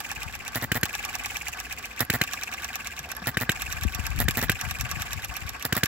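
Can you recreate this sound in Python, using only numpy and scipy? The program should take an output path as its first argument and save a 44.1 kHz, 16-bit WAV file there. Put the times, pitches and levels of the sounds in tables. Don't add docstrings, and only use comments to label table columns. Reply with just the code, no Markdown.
import sys
import numpy as np
from scipy import signal
from scipy.fft import rfft, irfft, next_fast_len
from scipy.io import wavfile
from scipy.ndimage import map_coordinates

SR = 44100
rng = np.random.default_rng(int(sys.argv[2]) if len(sys.argv) > 2 else 0)


def generate_wav(signal):
    frames = np.transpose(np.atleast_2d(signal))
    scaled = np.clip(frames, -1, 1) * 32767
    pcm = np.round(scaled).astype(np.int16)
    wavfile.write(sys.argv[1], SR, pcm)


def how_loud(loudness_db):
    steps = np.asarray(loudness_db, float) / 20
    return 10 ** steps


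N = 258993
SECONDS = np.arange(N) / SR
FLAT = [(100, 0), (9000, 0)]


def unit(x):
    return x / np.sqrt(np.mean(x ** 2) + 1e-20)


def along(points, hz):
    f, v = np.transpose(points)
    return np.interp(np.log(hz + 1), np.log(f + 1), v)


def filtered(x, response):
    m = next_fast_len(N + 8192)
    return irfft(rfft(x, m) * response(np.fft.rfftfreq(m, 1 / SR)), m)[..., :N]


def modes(table):
    def response(f):
        total = 0
        for k, (centre, width, db) in enumerate(table):
            damping = 1j * f * width
            total = total + (-1) ** k * how_loud(db) * damping / (centre * centre - f * f + damping)
        return total
    return response


def noise(colour):
    # frequency in Hz, left-right likeness from 0 to 1.
    alike = [(300, 0.93), (1400, 0.24), (4000, 0.47), (10000, 0.28)]

    def mid_side(hz):
        turn = np.arccos(np.clip(along(alike, hz), -1, 1)) / 2
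        return how_loud(along(colour, hz)) * [np.cos(turn), np.sin(turn)]

    mid, side = filtered(rng.standard_normal((2, N)), mid_side)
    return unit(np.array([mid + side, mid - side]))


def wobble(rate):
    return map_coordinates(rng.standard_normal(int(N * rate / SR) + 4), [SECONDS * rate])


def placed(times, gains, shape):
    out = np.zeros(N + SR)
    copy = shape(np.arange(SR // 8) / SR)
    starts = np.round(np.ravel(times) * SR).astype(int)
    for start, gain in zip(starts, np.ravel(gains)):
        out[start:start + len(copy)] += gain * copy
    return out[:N]


def swell(rise, t60):
    return lambda t: (1 - np.exp(-t / rise)) * how_loud(-60 * t / t60)


def ring(hz, rise, t60):
    return lambda t: swell(rise, t60)(t) * np.sin(2 * np.pi * hz * t)


def cam():
    # first cam drop in seconds, speed in cycles per s, drag in cycles per s per s.
    coasts = [
        (.0028, 9.07, 2.733),
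        (.8542, 10.4985, 3.014),
        (2.2369, 10.437, 3.076),
        (3.5179, 9.954, 3.0435),
        (4.5177, 10.6976, 3.003),
    ]
    # cam click, ring, out-breath and in-breath, all in dB.
    coast_db = [(-19, -39, -27, -27), (-18.5, -36.5, -26.5, -25), (-19, -33, -28, -28),
                (-17.5, -33, -27, -27.5), (-17.5, -32.5, -27.5, -30)]
    slow_loss_db = [0.38, 0.9, 0.8, 0.42]
    cycle_scatter_db = [1, 1.2, .5, .5]
    # start in seconds, click, ring, out-breath, in-breath in dB.
    working = [(0.4788, -20.5, -37, -36, -33.5), (0.6138, -29, -35, -55, -39), (0.745, -22, -33, -54, -31),
               (1.9933, -19, -33, -49, -28), (2.1286, -23, -37, -40, -27), (3.1167, -20.5, -31, -46, -33.5),
               (3.2586, -35, -35, -50, -33), (3.401, -25, -38, -42, -27), (4.1891, -19, -32, -40, -29),
               (4.3088, -17, -36, -28.5, -33), (4.4145, -20, -28, -42, -28), (5.625, -20.5, -36, -45, -47),
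               (5.7514, -21, -31, -38.5, -49), (5.858, -14.5, -30, -15, -36)]
    full_speed = 10.7

    rows = list(working)
    let_go = np.transpose(working)[0]
    for (start, speed, drag), levels in zip(coasts, coast_db):
        now = np.sqrt(speed ** 2 - 2 * drag * np.arange(12))
        s = start + (speed - now) / drag
        loss_db = np.outer((full_speed - now) ** 2, slow_loss_db)
        db = levels - loss_db + cycle_scatter_db * rng.standard_normal((12, 4))
        coasting = s + .5 / now < let_go[let_go > start].min()
        rows += list(np.column_stack([s, db])[coasting])
    return np.array(sorted(map(tuple, rows)))


def valve_gear(drops):
    # share of cycle, click in dB, ring in dB, box in dB.
    linkage = [
        (.01, -8.5, -4, 3.5),
        (0.068, -13, -18, -33),
        (0.311, -13.5, -24, -34),
        (0.529, -16, -7, -1.5),
        (0.779, -10.5, -5, -24),
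        (0.831, -16, -9, -26),
    ]
    # start in seconds, peak in dB, ring in dB.
    latch = [(0.519, -42, -57), (0.5306, -36, -45), (0.545, -28, -32), (0.5489, -19, -45),
             (0.663, -42, -60), (.739, -33, -48), (0.812, -32, -93), (1.925, -43, -44), (2.002, -38, -25.5),
             (2.0497, -31, -69), (2.187, -35, -55), (2.202, -40, -50), (3.15, -33, -38),
             (3.166, -27.5, -40), (3.196, -48, -43), (3.219, -39, -37), (3.315, -38, -61),
             (3.343, -39, -34), (4.104, -33, -56), (4.1607, -33, -56), (4.241, -31.5, -59),
             (4.344, -52, -56), (4.46, -39, -49), (4.482, -41, -32), (5.647, -33, -29), (5.744, -38, -33)]
    # frequency in Hz, width in Hz, level in dB.
    frame = [(1133, 96, -2), (1685, 120, 4), (2460, 160, -6), (3580, 430, -8.5), (5660, 250, -7.5)]
    # frequency in Hz, level in dB.
    click = [(800, -17), (2500, 17), (3800, 10.5), (6000, 11.5), (10000, 10.5), (13000, 14.5), (16000, 5)]

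    s, db, ring_db, out_db = np.transpose(drops)[:4]
    open_db = 0.5 * (out_db[:-1, None] - np.median(out_db))
    share, click_step, ring_step, box_step = np.transpose(linkage)
    chance = rng.standard_normal((len(s) - 1, 3, len(share)))
    light_s = s[:-1, None] + np.diff(s)[:, None] * share + 0.0006 * chance[:, 0]
    scatter_db = 1.1 * chance[:, 1:]
    light_db = np.median(db) + open_db + click_step + scatter_db[:, 0]
    light_ring = np.median(ring_db) + open_db + ring_step + scatter_db[:, 1]
    latch_s, latch_db, latch_ring = np.transpose(latch)

    times = np.concatenate([s, light_s.ravel(), latch_s])
    crack_db = np.concatenate([db, light_db.ravel(), latch_db]) + 2.0
    crack = placed(times, how_loud(crack_db), lambda t: swell(.0004, .0045)(t) * 1.17 + swell(.0015, .018)(t) * 0.4)

    blows = how_loud(np.concatenate([ring_db, light_ring.ravel(), latch_ring]) + 20.5)
    scrape = placed(times, blows, swell(0.0027, 0.041)) * noise(FLAT)
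    tap = placed(times, blows, swell(0.00014, 0.0037))
    knocked = filtered(0.37 * scrape + 0.67 * tap, modes(frame))

    thuds = how_loud(-34.5 + open_db + box_step + scatter_db[:, 1])
    box = placed(light_s, thuds * (light_s < 1.5), ring(825, 0.00034, 0.037))
    box += placed(light_s, thuds * (light_s >= 1.5), ring(757.0, 0.0011, 0.028))

    spring = placed(s, how_loud(db - 2.0 - 29.0 * (s < 3.1)), ring(11520, 0.00029, 0.011))
    latch_sings = (latch_s > .7) * (latch_db > -33)
    spring += placed(latch_s, how_loud(latch_db + 10.0) * latch_sings, ring(11500, 0.00084, 0.013))
    spring += placed(light_s, how_loud(light_db - 4) * (light_s > 3), ring(11350, .0005, 0.011))
    return crack * noise(click) + 3 * knocked + box + spring


def parts(drops):
    # share of cycle, frequency in Hz, dB over the ring level, t60 in seconds.
    part_notes = [(0.0212, 2700, 2, 0.038), (0.01513, 1690, 5, 0.037), (0.0119, 3750, 4.5, 0.017),
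                  (.07, 1160, 5, 0.028), (.518, 2400, 6.5, 0.018), (.78, 3810, 9.5, 0.01),
                  (0.99, 5900, 18, 0.011), (.545, 1680, 9, 0.024), (.775, 3110, 5, 0.014),
                  (0.73, 1500, 3, 0.042), (0.81, 1150, -1.5, .07), (.3, 2400, -3, 0.04),
                  (0.15, 1160, -11, 0.12), (0.59, 5200, 2, 0.0097), (0.44, 4900, -8, .008),
                  (0.37, 7500, -16, .015), (0.014, 7500, -7, 0.036), (0.36, 7500, -9, 0.031),
                  (0.53, 7300, -12, .015), (0.95, 4200, -3, 0.025), (.5, 765, -5.5, 0.032),
                  (0.0193, 774, -9, 0.055), (0.7, 890, -12.5, 0.055)]
    s, _, ring_db, out_db = np.transpose(drops)[:4]
    seated_db = 0.72 * np.minimum(out_db[:-1] - np.median(out_db), 0)
    level_db = 0.61 * ring_db[:-1] + 0.39 * np.median(ring_db) + seated_db
    chance = rng.standard_normal((len(s) - 1, len(part_notes), 2))
    out = np.zeros(N)
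    for k, (share, hz, db, t60) in enumerate(part_notes):
        times = s[:-1] + share * np.diff(s) + .0006 * chance[:, k, 0]
        out += placed(times, how_loud(level_db + db + 1.34 * chance[:, k, 1]), ring(hz, 0.001, t60))
    return out


def breathing(drops):
    # frequency in Hz, width in Hz, level in dB.
    port = [(800, 230, 12), (1560, 370, 13), (2470, 390, 23), (2960, 380, 9.5), (6660, 3800, 2),
            (13000, 5700, -41)]
    # frequency in Hz, width in Hz, level in dB.
    wheels = [(731, 50, 4.5), (891.4, 22, 6.5), (1131, 104, 6), (1568, 62, 8.5), (1750, 53, 1),
              (2010, 49, 2.5), (4590, 59, -4.5), (5490, 79, -9), (7550, 90, -15)]
    # frequency in Hz, level in dB.
    whirr = [(200, -10), (500, -20), (1200, -0.5), (2500, 10.5), (4000, -3), (8000, -10), (16000, -18)]
    hiss = [(2500, -12), (5000, 4), (8000, 5), (16000, -1)]

    s, _, _, out_db, in_db = np.transpose(drops)
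    turn = np.interp(SECONDS, s, np.arange(len(s)))
    cycle = turn.astype(int)
    share = turn - cycle
    out = np.exp(-((share - .43) / 0.06) ** 4)
    drawn = np.exp(-((share - .925) / 0.061) ** 4)
    puffs = how_loud(out_db[cycle]) * out + how_loud(in_db[cycle]) * drawn
    air = unit(filtered(noise(FLAT), modes(port)))

    stroke = (2 * share + 0.242) % 1
    arch = np.sin(np.pi * np.clip(stroke / .5, 0, 1))
    apart = np.array([wobble(300), wobble(300)])
    note_hz = 2050 + 650 * arch + 110 * wobble(400) + 40 * apart
    note = np.sin(2 * np.pi * np.cumsum(note_hz, axis=1) / SR)
    lumps = unit(how_loud(1.05 * wobble(390)))

    open_db = np.interp(turn, np.arange(len(s)) + .5, out_db) - np.median(out_db)
    gears = how_loud(-47.0 + 0.5 * open_db + 3.6 * (out + drawn) + 2.4 * wobble(60)) * noise(whirr)
    hum_level = how_loud(-46.0 + 0.046 * open_db + 3.9 * wobble(40))
    hum = hum_level * unit(filtered(noise(FLAT), modes(wheels)))
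    leak_db = -52.5 + 5.2 * (out + drawn) + 1.0 * np.maximum(open_db, -14) + 4.5 * wobble(90)
    leak = how_loud(leak_db) * noise(hiss)
    return puffs * lumps * (0.53 * air + 0.59 * note) + gears + hum + leak


def intake():
    # opening in seconds, first slap in ms, fading in dB per slap, slap in dB, crack in dB.
    strokes = [(0.557, 6.2, -2.5, -19, -20.5), (0.6235, 5.9, 0.5, -20, -29), (0.7534, 6.9, -2, -17.5, -28),
               (2.0058, 5.94, -1.5, -17.5, -14), (2.1367, 6.7, -2, -16, -24.5),
               (3.2707, 6, -2, -18.5, -17.5), (3.4104, 6.7, -1, -18.5, -26.5), (4.202, 7, -2, -18, -15.5),
               (4.3716, 7.4, -3, -16.5, -20.5), (4.426, 7.4, -9, -16.5, -26),
               (5.6515, 6.3, -21, -21, -17.5), (5.766, 8, -18, -16, -21.5)]
    # frequency in Hz, level in dB.
    suction = [(300, -9), (900, 0.5), (1700, 0), (3800, -4.5), (6000, -10), (10000, -6.5), (13500, 2),
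               (16000, 1.5)]
    valve = [(800, 4.5), (2500, -2), (4000, 10), (6000, -0.5), (9000, 7), (12500, 16.5), (16000, 2)]
    flutter_ms, hiss_under_slap_db = 8.4, 15.5

    s, first, fading_db, slap_db, crack_db = np.transpose(strokes)
    hiss_db = slap_db - hiss_under_slap_db
    slaps = s[:, None] + (first[:, None] + flutter_ms * np.arange(3)) / 1000
    gain = how_loud(slap_db[:, None] + fading_db[:, None] * [0, .4, 1.8])

    def glide(t):
        turns = 1900 * t - 1300 * 0.00046 * (1 - np.exp(-t / 0.0007))
        return swell(.0001, .014)(t) * np.sin(2 * np.pi * turns)

    def hammer(t):
        low = -ring(135, .0002, .028)(t) * .62 - ring(245, .0003, .028)(t) * .36
        return low - ring(700, .00005, .006)(t) * .9

    def inlet(t):
        high = -ring(1850, .00002, .013)(t) * 1.05 - ring(1950, .003, .03)(t) * .45
        return high - ring(1450, .0005, .02)(t) * .25

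    def gulp(t):
        return ring(140, .0005, .025)(t) * 0.94 - ring(450, .0001, .006)(t) * 0.65 - glide(t) * 0.51

    def rush(t):
        lift = np.sin(np.pi * np.clip(t / 0.0081, 0, 1)) ** 2
        return lift * 1.46 + swell(.002, .06)(t) * 2.55

    def seat_ring(t):
        high = -ring(3700, 0.00005, 0.008)(t) - ring(4900, .00005, .003)(t) * 0.73
        return high - ring(780, .00005, .015)(t) * 0.83

    tube = placed(slaps - .0001, gain, hammer) + placed(slaps + .0001, gain, inlet)
    tube += placed(s, how_loud(slap_db), gulp)
    opened = np.column_stack([s - .001, slaps[:, :2] + 0.00079])
    flow_db = hiss_db[:, None] + fading_db[:, None] * [0, .1, .9] + [1.5, .5, -.3]
    flow = placed(opened, how_loud(flow_db), rush) * unit(how_loud(2.4 * wobble(500)))
    crack = placed(s, how_loud(crack_db), lambda t: swell(.0003, .007)(t) * 2.27 + swell(.0005, .04)(t) * 0.49)
    seat = placed(s, how_loud(0.34 * slap_db + 1.06 * crack_db + 3.5), seat_ring)
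    return tube + seat + flow * noise(suction) + crack * noise(valve)


def exhaust():
    # start in seconds, pop, whistle, thump and jet, all in dB.
    openings = [(.717, -6, -9, -15.5, -16), (.831, -5.5, -15, -16.5, -14.5),
                (2.0997, -6.5, -11, -16.5, -15.5), (2.2138, -4, -7, -17, -16),
                (3.3707, -4.5, -13, -17, -18.5), (3.493, -3.5, -7, -15.5, -18.5),
                (4.283, -6, -14, -14.5, -14.5), (4.4954, -3.5, -10, -14, -15.5),
                (5.725, -7, -14, -14, -15.5), (5.833, -5.5, -27, -14.5, -11)]
    # frequency in Hz, dB over the whistle.
    cage = [(4140, -12), (4200, -2), (3900, -5), (4110, -1.5), (3780, -8), (3850, -2), (3630, 4),
            (3830, -1.5), (3840, -7), (3900, -10)]
    # frequency in Hz, level in dB.
    jet_colour = [(300, -9), (900, -5), (1800, 11.5), (3500, 4), (5500, 1.5), (7700, 0.5), (16000, 3)]
    strain_db = -33
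    jet_peak_s, jet_width_s = 0.0034, 0.0013

    s, pop_db, whistle_db, thump_db, jet_db = np.transpose(openings)
    pop_gain, thump_gain = how_loud(pop_db), how_loud(thump_db)
    pop = placed(s, pop_gain, lambda t: ring(1730, .001, .0034)(t) * 4.8 + ring(170, .00005, .0016)(t) * 3.6)
    echo = placed(s + .00226, pop_gain, lambda t: -ring(1595, .005, .016)(t))
    echo += placed(s + .003, pop_gain,
                   lambda t: ring(1540, .004, .04)(t) * 0.084 + ring(2040, .001, .02)(t) * 0.077)

    def pipe(t):
        low = ring(3020, .001, .014)(t) * 0.83 + ring(2480, .001, .018)(t) * 0.52
        return low + ring(7750, .001, .02)(t) * 0.16

    whistle = placed(s + 0.0018, how_loud(whistle_db), pipe)
    for at, level, (hz, db) in zip(s, whistle_db, cage):
        whistle += placed([at + 0.001405], [how_loud(level + db)], ring(hz, 0.00061, 0.012))

    thump = placed(s + .00155, thump_gain, lambda t: -ring(102, .0009, .024)(t) * 2)
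    rebound = placed(s + .0058, thump_gain, lambda t: ring(325, .00006, .008)(t) * 1.55)
    rebound += placed(s + .00545, thump_gain, lambda t: ring(720, .00002, .0046)(t) * .95)

    def burst(t):
        return np.exp(-((t - jet_peak_s) / jet_width_s) ** 2) * 0.73 + swell(.0003, .06)(t) * 0.49

    def load(t):
        return (ring(1660, .004, .15)(t) + ring(1530, .006, .15)(t) * 0.26) * (t < .027)

    jet = placed(s, how_loud(jet_db), burst)
    strain = placed(s - .026, how_loud(pop_db + strain_db), load)
    return strain + pop + echo + whistle + thump + rebound + jet * noise(jet_colour)


def rocker():
    # start in seconds, peak in dB, frequency in Hz.
    hunting = [(3.166, -24, 1680), (2.9, -27, 1620), (3.222, -27, 1650), (3.258, -30, 1380),
               (4.262, -30, 1800), (4.335, -33, 1600), (2.6, -35, 1170), (0.57, -28, 1500)]
    return sum(placed([s], [how_loud(db)], ring(hz, 0.0026, .04)) for s, db, hz in hunting)


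def hand():
    # start in seconds, peak in dB, frequency in Hz.
    knocks = [(2.999, -32, 140), (3.049, -38, 140), (3.055, -23, 760), (3.07, -25, 710), (3.085, -27, 750),
              (3.1, -32, 770), (3.115, -23, 780), (3.135, -25, 760), (3.15, -35, 495), (3.305, -41, 300),
              (3.2203, -31, 900), (3.219, -24.5, 191), (3.224, -27, 700)]
    out = np.zeros(N)
    for s, db, hz in knocks:
        out += placed([s], [how_loud(db)], lambda t: -ring(hz, .001, 14 / hz)(t) * .6)
    return out


def ports(x):
    # frequency in Hz, level in dB.
    left_port = [(100, -0.5), (700, 0.5), (1300, -2), (2400, 0.5), (4400, -2), (6500, -11.5), (7700, -14.5),
                 (8100, -20), (8500, -47), (8900, -37), (9600, -20), (12500, -10), (14500, -5.5),
                 (16000, -39.5)]
    right_port = [(100, -1.5), (700, -3.5), (1300, -2), (2400, -3), (4400, 0.5), (6500, 3), (7600, 6.5),
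                  (8200, 0.5), (8450, -2.5), (8620, -17), (8850, -4.5), (9300, -4), (10200, -1), (12500, 1),
                  (14000, -1), (15800, 4.5)]
    out = []
    for channel, colour in zip(x, (left_port, right_port)):
        cepstrum = irfft(np.log(how_loud(along(colour, np.fft.rfftfreq(1024, 1 / SR)))))
        cepstrum[1:512] *= 2
        cepstrum[513:] = 0
        impulse = irfft(np.exp(rfft(cepstrum)))
        out.append(signal.fftconvolve(channel, impulse)[:N])
    return np.array(out)


def wind():
    # time in seconds, buffet in dB.
    strength = [(0, -54.5), (.3, -46.5), (1.75, -53), (2.05, -81), (3.35, -56), (3.7, -39.5), (3.85, -33),
                (3.93, -43), (4.1, -35.5), (4.17, -27), (4.23, -24), (4.32, -35.5), (4.52, -35), (4.6, -49),
                (4.68, -40), (4.95, -40.5), (5.08, -43), (5.3, -45), (5.37, -48), (5.5, -44.5), (5.65, -68)]
    # frequency in Hz, level in dB.
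    buffet_colour = [(20, -24), (45, 7.5), (65, -3), (110, -10.5), (200, -24), (400, -38.5), (800, -90)]
    # start in seconds, peak in dB, frequency in Hz.
    gust_pops = [
        (3.851, -10.5, 64.4),
        (3.99, -17.5, 76),
        (5, -26, 82),
    ]
    thumps = [(0.169, -26.5, 56), (0.26, -23.5, 74.6), (3.82, -19, 70.4), (3.95, -23, 65), (4.034, -22, 65),
              (4.095, -16.5, 60), (4.157, -24, 80), (4.178, -20, 111), (4.205, -17, 58), (4.234, -21, 66),
              (4.251, -13, 73.6), (4.533, -25, 89), (4.634, -25.5, 84), (4.656, -25, 85),
              (4.672, -20.5, 82.6), (4.712, -22.5, 69.6), (4.792, -19, 60), (4.808, -21, 60),
              (4.831, -24.5, 110), (4.848, -29, 121), (4.904, -28, 80), (4.93, -27, 75),
              (4.966, -27.5, 132), (5.126, -27, 73.4), (5.157, -23, 79), (5.171, -30, 101),
              (5.255, -33, 65), (5.29, -26, 62), (5.309, -29, 65), (5.419, -27, 80), (5.449, -23, 73),
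              (5.51, -32, 55)]

    level = how_loud(np.interp(SECONDS, *np.transpose(strength)) + 9.5)
    rumble = filtered(rng.standard_normal((2, N)), lambda hz: how_loud(along(buffet_colour, hz)))
    buffet = level * unit(how_loud(1.7 * wobble(16)) * rumble)
    pops = np.zeros(N)
    for s, db, hz in gust_pops:
        def gust(t):
            low = -ring(hz, .004, .08)(t) * 3.8 - ring(190, .001, .03)(t) * 1.2
            return low - ring(320, .002, .015)(t) * 0.067
        pops += placed([s], [how_loud(db)], gust)
    for s, db, hz in thumps:
        pops += placed([s], [how_loud(db)],
                       lambda t: -ring(hz, .004, .07)(t) * 3.05 + ring(2.3 * hz, .003, .04)(t) * 0.5)
    return buffet * how_loud([[0], [-11]]) + pops * how_loud([[0], [-25]])


def yard():
    # frequency in Hz, level in dB.
    yard_colour = [(15, -36), (25, -0.5), (65, 7.5), (100, -4.5), (167, -13), (239, -8), (308, -15.5),
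                   (545, -16), (700, -41), (910, -94), (1540, -120)]
    return how_loud(-44.0) * noise(yard_colour)


def self_noise():
    # frequency in Hz, level in dB.
    hiss_colour = [(1500, -12), (4000, 9), (7500, 1), (8300, -23), (8900, -20), (10000, -1), (16000, -5)]
    return how_loud(-61.5) * noise(hiss_colour)


def scene():
    drops = cam()
    engine = valve_gear(drops) + parts(drops) + breathing(drops) + intake() + exhaust() + rocker() + hand()
    return ports(engine) + wind() + yard() + self_noise()


def low_pass(x):
    return signal.sosfilt(signal.butter(12, 16970, fs=SR, output="sos"), x)


def record(dry):
    def band(hz):
        top = 1 / np.sqrt(1 + (hz / 15800) ** 500) + .03 * (hz < 16600) + .002 * (hz < 16970)
        return (1j * hz / (1j * hz + 38)) ** 5 * top
    return low_pass(filtered(dry, band))


dry = scene()
out = record(dry)
generate_wav(out)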